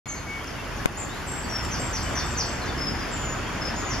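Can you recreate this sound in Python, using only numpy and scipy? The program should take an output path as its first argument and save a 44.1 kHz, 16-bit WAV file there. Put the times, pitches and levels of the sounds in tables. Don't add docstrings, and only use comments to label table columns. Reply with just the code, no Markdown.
import sys
import numpy as np
from scipy import signal
from scipy.fft import rfft, irfft, next_fast_len
from scipy.io import wavfile
from scipy.ndimage import uniform_filter1d, map_coordinates

SR = 44100
rng = np.random.default_rng(int(sys.argv[2]) if len(sys.argv) > 2 else 0)


def wrap_up_sound(samples):
    columns = np.atleast_2d(samples).T
    tamed = np.clip(columns, -1, 1)
    steps = np.round(tamed * 32767).astype(np.int16)
    wavfile.write(sys.argv[1], SR, steps)


N = 176400


def amp(db):
    return 10 ** (np.asarray(db) / 20)


def unit(x):
    return x / np.sqrt(np.mean(x ** 2) + 1e-20)


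def along(points, hz):
    freqs, values = np.transpose(points)
    return np.interp(np.log(hz + 1), np.log(freqs + 1), values)


def curve(rows):
    return np.interp(np.arange(N) / SR, *np.transpose(rows))


def wobble(per_s, size=N):
    return map_coordinates(rng.standard_normal(512), [np.arange(size) * per_s / SR], mode="wrap")


def filtered(x, response):
    size = next_fast_len(N + SR // 2)
    return irfft(rfft(x, size) * response(np.fft.rfftfreq(size, 1 / SR)), size)[..., :N]


def toned(x, tone):
    return filtered(x, lambda hz: amp(along(tone, hz)))


def pan(db):
    return amp([[db / 2], [-db / 2]])


def add(track, start_s, x):
    part = track[..., max(round(start_s * SR), 0):][..., :x.shape[-1]]
    part += x[..., :part.shape[-1]]


def rush(tone, alike, patchy_db):
    grid = signal.stft(rng.standard_normal((2, N)), nperseg=512)[2]
    patches = uniform_filter1d(rng.standard_normal(grid.shape[1:]), size=5, axis=0)
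    patches = uniform_filter1d(patches, size=9, axis=1)
    pair = signal.istft(grid * amp(patchy_db * unit(patches)), nperseg=512)[1][:, :N]

    def response(hz):
        angle = np.arccos(np.clip(along(alike, hz), -1, 1)) / 2
        return amp(along(tone, hz)) * [np.cos(angle), np.sin(angle)]
    mid, side = filtered(pair, response)
    return unit(np.array([mid + side, mid - side]))


def bubbles(per_s=900, middle_hz=1151.4, spread=0.5575, ring_cycles=8.2, rise=.12, size_db=3):
    when, pitch, size, place = rng.random((int(per_s * N / SR), 4)).T[:, :, None]
    hz = middle_hz * np.exp(spread / 2 * np.clip(np.log(pitch / (1 - pitch)), -5, 5))
    samples = np.arange(1500)
    cycles = hz * samples / SR
    age = cycles / ring_cycles
    ring = np.sin(2 * np.pi * cycles * (1 + rise * np.minimum(age, 2) / 2))
    ring *= np.exp(-2 * age) * (1 - np.exp(-cycles))
    ring *= amp(size_db * np.minimum(-np.log(1 - size), 4))
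    at = ((when * N).astype(int) + samples).ravel()
    sides = np.cos(place * np.pi / 2), np.sin(place * np.pi / 2)
    return unit(np.array([np.bincount(at, (ring * side).ravel(), N)[:N] for side in sides]))


# t/s, level/dB (relative)
WATER_LEVEL = [(0, -41.5), (.35, -38.5), (.75, -36), (1.1, -33.5), (1.55, -32.5), (2.2, -33.5), (2.7, -34),
               (3.4, -33.5), (4, -33)]
# f/Hz, level/dB (relative)
WATER_TONE = [(60, -13), (130, -0.5), (270, 2.5), (480, -2.5), (1000, -1.5), (1650, -2), (2200, -5.5),
              (3300, -10), (5000, -13.5), (7000, -16.5), (8500, -28.5), (15000, -49)]
# f/Hz, likeness/(-1 to 1)
WATER_LIKENESS = [(150, 0.8), (500, 0.56), (1000, 0.7), (1700, 0.76), (2700, 0.37), (4500, 0.32),
                  (7000, 0.064)]
# t/s, level/dB
CHURN_LEVEL = [(0, -51), (.5, -52), (.8, -42.5), (1.2, -40), (1.6, -38), (2.3, -43), (2.9, -37.5),
               (3.4, -40.5), (4, -40)]
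# f/Hz, level/dB (relative)
CHURN_TONE = [(70, -22), (110, 0), (200, -2), (300, -1.5), (370, -6), (480, -18), (900, -47)]
def brook():
    water = rush(WATER_TONE, WATER_LIKENESS, patchy_db=1) + amp(-7.5) * bubbles()
    water_db = curve(WATER_LEVEL) + 1.5 + 0.35 * wobble(14)
    churn_db = curve(CHURN_LEVEL) + 1.8 * wobble(8.03)
    churn = rush(CHURN_TONE, WATER_LIKENESS, patchy_db=1)
    return pan(1) * amp(water_db) * water + amp(churn_db) * churn


# t/s, level/dB (relative)
HISS_LEVEL = [(0, -59), (.4, -58), (.75, -56), (1.2, -52), (1.6, -52.5), (2.1, -54), (2.7, -57), (4, -58.5)]
# f/Hz, level/dB (relative)
HISS_TONE = [(6500, -27), (8200, -1.5), (11500, 2), (13500, -5), (14400, -9), (15200, -28)]
def spray(splashes_per_s=300, size_db=0.5):
    hiss = rush(HISS_TONE, alike=[(5000, .1), (8500, -0.12), (14000, -0.21)], patchy_db=.7)
    when, size, place = rng.random((int(splashes_per_s * N / SR), 3)).T
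    strength = amp(size_db * np.minimum(-np.log(1 - size), 4))
    at = (when * N).astype(int)
    clicks = np.array([np.bincount(at, strength * side, N) for side in (place, place - 1)])
    splashes = unit(toned(clicks, HISS_TONE))
    return amp(curve(HISS_LEVEL)) * (hiss + amp(-2) * splashes)


# t/s, level/dB
WIND_LEVEL = [(0, -37.5), (.45, -42.5), (.75, -37.5), (1.2, -36.5), (1.55, -32), (2.3, -34), (2.6, -38.5),
              (3.3, -36.5), (3.85, -37), (4, -32)]
# f/Hz, level/dB (relative)
WIND_TONE = [(22, -22), (35, -15), (51, -7.5), (68, 1), (90, -2.5), (125, -3.5), (190, -13.5), (350, -24.5),
             (900, -62)]
# t/s, level/dB
HUM_LEVEL = [(0, -51), (.45, -45), (.75, -40), (1.2, -41.5), (1.7, -42), (2.35, -41.5), (2.8, -41),
             (3.3, -41), (3.7, -43), (4, -39)]
def wind(hum_hz=41.5, waver_hz=2.2):
    gusts = amp(curve(WIND_LEVEL) + 0.64 * wobble(10))
    rumble = gusts * rush(WIND_TONE, alike=[(40, 1), (200, 0.82)], patchy_db=0)
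    phase = 2 * np.pi * np.cumsum(hum_hz + waver_hz * wobble(9)) / SR
    hum = np.sqrt(2) * amp(curve(HUM_LEVEL) + 1.2 * wobble(7)) * np.sin(phase)
    return pan(-2.2) * (rumble + hum)


def arch(length_s, pitches):
    return np.polyval(np.polyfit([0, .5, 1], pitches, 2), np.linspace(0, 1, int(length_s * SR)))


def settle(length_s, start_hz, target_hz, settle_s):
    return target_hz + (start_hz - target_hz) * np.exp(-np.arange(int(length_s * SR)) / SR / settle_s)


def tree_echo(x, trees_s=1.0, thicket_s=0.25, thicket_db=9, width=0.43):
    t = np.arange(SR) / SR
    shared, apart = rng.standard_normal((2, SR))
    fade = amp(-60 * t / trees_s) + amp(thicket_db - 60 * t / thicket_s)
    onset = 1 - np.exp(-t / 0.0037)
    tail = np.array([shared + width * apart, shared - width * apart]) * fade * onset
    return signal.fftconvolve(np.pad(x, (0, SR // 100))[None], tail / np.linalg.norm(tail[0]), axes=1)


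def sing(notes, edge, waver, echo_db, flutter_db=2.1, left_lead_s=34e-6):
    song = np.zeros((2, N))
    for start_s, hz, db in notes:
        progress = np.linspace(0, 1, len(hz))
        shape = np.sin(np.pi / 2 * np.clip(np.minimum(progress, 1 - progress) / edge, 0, 1))
        phase = 2 * np.pi * np.cumsum(hz * (1 + waver * wobble(302, len(hz)))) / SR
        level = amp(db + flutter_db * wobble(70, len(hz)))
        call = np.sqrt(2) * shape * level * np.sin(phase)
        call /= np.hypot(1, amp(echo_db))
        add(song, start_s, call)
        add(song, start_s, amp(echo_db) * tree_echo(call))
    early_s = np.array([[1], [-1]]) * left_lead_s / 2
    return pan(2) * filtered(song, lambda hz: np.exp(2j * np.pi * hz * early_s))


# t/s, length/s, start f/Hz, middle f/Hz, end f/Hz, level/dB
FLUTE_NOTES = [(0.028, 0.13, 2258, 2218, 2220, -43.5), (0.038, 0.2, 4260, 4170, 4250, -50),
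               (.262, 0.15, 2210, 2235, 2188, -40.5), (0.391, 0.0614, 2936, 3240, 3310, -47.5),
               (.53, 0.083, 3120, 2750, 2730, -47), (1.086, 0.11, 3430, 3930, 4170, -40),
               (2.057, 0.031, 2960, 3020, 3020, -40), (2.2, 0.049, 3570, 3590, 3590, -42),
               (2.615, 0.053, 4330, 4080, 4000, -36), (2.675, 0.041, 3710, 3550, 3480, -43),
               (3.46, 0.036, 3130, 3265, 3200, -42.5)]
def fluting():
    notes = [(s, arch(length, hz), db) for s, length, *hz, db in FLUTE_NOTES]
    return sing(notes, edge=0.13, waver=0.0066, echo_db=-1)


# t/s, length/s, start f/Hz, middle f/Hz, end f/Hz, level/dB
CHIP_NOTES = [(.06, 0.068, 6600, 7310, 6200, -43.5), (0.081, .03, 7110, 6350, 6110, -31.5),
              (.969, 0.051, 6500, 7650, 6400, -28.5), (1.626, .038, 6900, 7550, 7170, -35.5),
              (1.858, 0.023, 7600, 7530, 7050, -39), (2.08, 0.023, 7600, 7610, 7050, -37),
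              (2.298, 0.027, 7600, 7580, 7050, -37), (2.512, 0.029, 7600, 7550, 7150, -37.5),
              (3.757, 0.055, 6300, 7020, 6300, -37), (3.83, .07, 6900, 6830, 6300, -42)]
def chips():
    notes = [(s, arch(length, hz), db) for s, length, *hz, db in CHIP_NOTES]
    return sing(notes, edge=0.087, waver=.012, echo_db=3.2)


# t/s, held f/Hz, level/dB
TWO_TONE_NOTES = [(.145, 4550, -48), (.47, 5000, -43), (.765, 5600, -49), (1.104, 4050, -46),
                  (1.417, 4580, -44), (2.338, 4300, -44), (2.658, 4550, -41), (2.988, 4900, -42.5),
                  (3.282, 5600, -47), (3.655, 4800, -43)]
def two_tone_song(length_s=0.047, top_hz=7100, drop_s=0.0078):
    notes = [(s, settle(length_s, top_hz, hz, drop_s), db) for s, hz, db in TWO_TONE_NOTES]
    return sing(notes, edge=.07, waver=0.0056, echo_db=-4.5)


# t/s, level/dB (relative)
TICK_TIMES = [(0.444, -26), (1.533, -38), (1.650, -14.5), (1.653, -23), (2.84, -29)]
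# f/Hz, level/dB (relative)
TICK_TONE = [(300, -6), (2500, 3), (6000, 2.5), (9000, -8), (15000, -16)]
def ticks(fade_s=0.0041):
    track = np.zeros(N)
    t = np.arange(SR // 50) / SR
    for start_s, db in TICK_TIMES:
        add(track, start_s, amp(db - 60 * t / fade_s) * rng.standard_normal(len(t)))
    return pan(2.1) * toned(track, TICK_TONE)


# f/Hz, level/dB (relative)
TAP_TONE = [(2500, 1), (6000, -5), (14000, -15)]
def tap(at_s=.8582, rise_s=0.00029, fall_s=0.000096, rebound_s=.0016, snap_s=0.0046):
    t = np.arange(N) / SR - at_s
    after = np.maximum(t, 0)
    push = np.exp(np.minimum(t, 0) / rise_s - after / fall_s)
    rebound = 0.22 * after / rebound_s * np.exp(1 - after / rebound_s)
    snap = amp(-6 - 60 * after / snap_s) * (t > 0) * rng.standard_normal(N)
    pop = np.array([[1], [-0.6]]) * (rebound - push)
    pop += np.array([[1], [.2]]) * snap
    return amp(1) * toned(pop, TAP_TONE)


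# t/s, length/s, start f/Hz, target f/Hz, level/dB
WHISTLE_NOTES = [(1.264, 0.082, 7660, 7660, -31.5), (1.36, .08, 7640, 7730, -32),
                 (1.491, 0.09, 5890, 5336, -31), (1.547, 0.076, 5450, 5290, -35.5),
                 (1.789, 0.093, 7600, 7610, -33), (2.019, 0.072, 7510, 7730, -36.5),
                 (2.235, .075, 7680, 7660, -38.5), (2.455, 0.046, 7620, 7690, -39),
                 (2.771, .14, 5225, 5090, -32.5), (3.106, .14, 7500, 6980, -35.5),
                 (3.234, 0.11, 6980, 6820, -35), (3.608, 0.08, 5240, 5260, -35)]
def whistles():
    notes = [(s, settle(length, *hz, length / 2), db) for s, length, *hz, db in WHISTLE_NOTES]
    return sing(notes, edge=0.15, waver=0.0063, echo_db=-1)


# t/s, level/dB
SLUR_NOTES = [(1.708, -29.5), (1.927, -27.5), (2.147, -29), (2.366, -28.3), (3.893, -32)]
def slurs(length_s=.058, pitches_hz=(6500, 5585, 4105)):
    notes = [(s, arch(length_s, pitches_hz), db) for s, db in SLUR_NOTES]
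    return sing(notes, edge=0.17, waver=0.0247, echo_db=4.1)


def scene():
    background = brook() + spray() + wind()
    return background + fluting() + chips() + two_tone_song() + ticks() + tap() + whistles() + slurs()


# f/Hz, half width/Hz, depth/(0 to 1)
CAMERA_NOTCHES = [(3985, 250, 0.64), (7840, 160, 0.95)]
def record(dry, limit_db=-13, max_duck_db=4.5, recover_db_per_s=3.5, start_s=.057, top_hz=15100):
    def notches(hz):
        dips = [1 - depth / (1 + ((hz - f) / width) ** 2) for f, width, depth in CAMERA_NOTCHES]
        return np.prod(dips, axis=0)
    x = filtered(dry, notches)
    peak_db = 20 * np.log10(np.abs(x).max(axis=0) + 1e-9)
    over_db = np.clip(peak_db - limit_db, 0, max_duck_db)
    t = np.arange(N) / SR
    recovery_db = recover_db_per_s * t
    duck_db = np.maximum.accumulate(over_db + recovery_db) - recovery_db
    x *= amp(-np.interp(t - .003, t, duck_db))
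    x *= t > start_s
    return filtered(np.clip(x, -1, 1), lambda hz: hz < top_hz)


dry = scene()
out = record(dry)
wrap_up_sound(out)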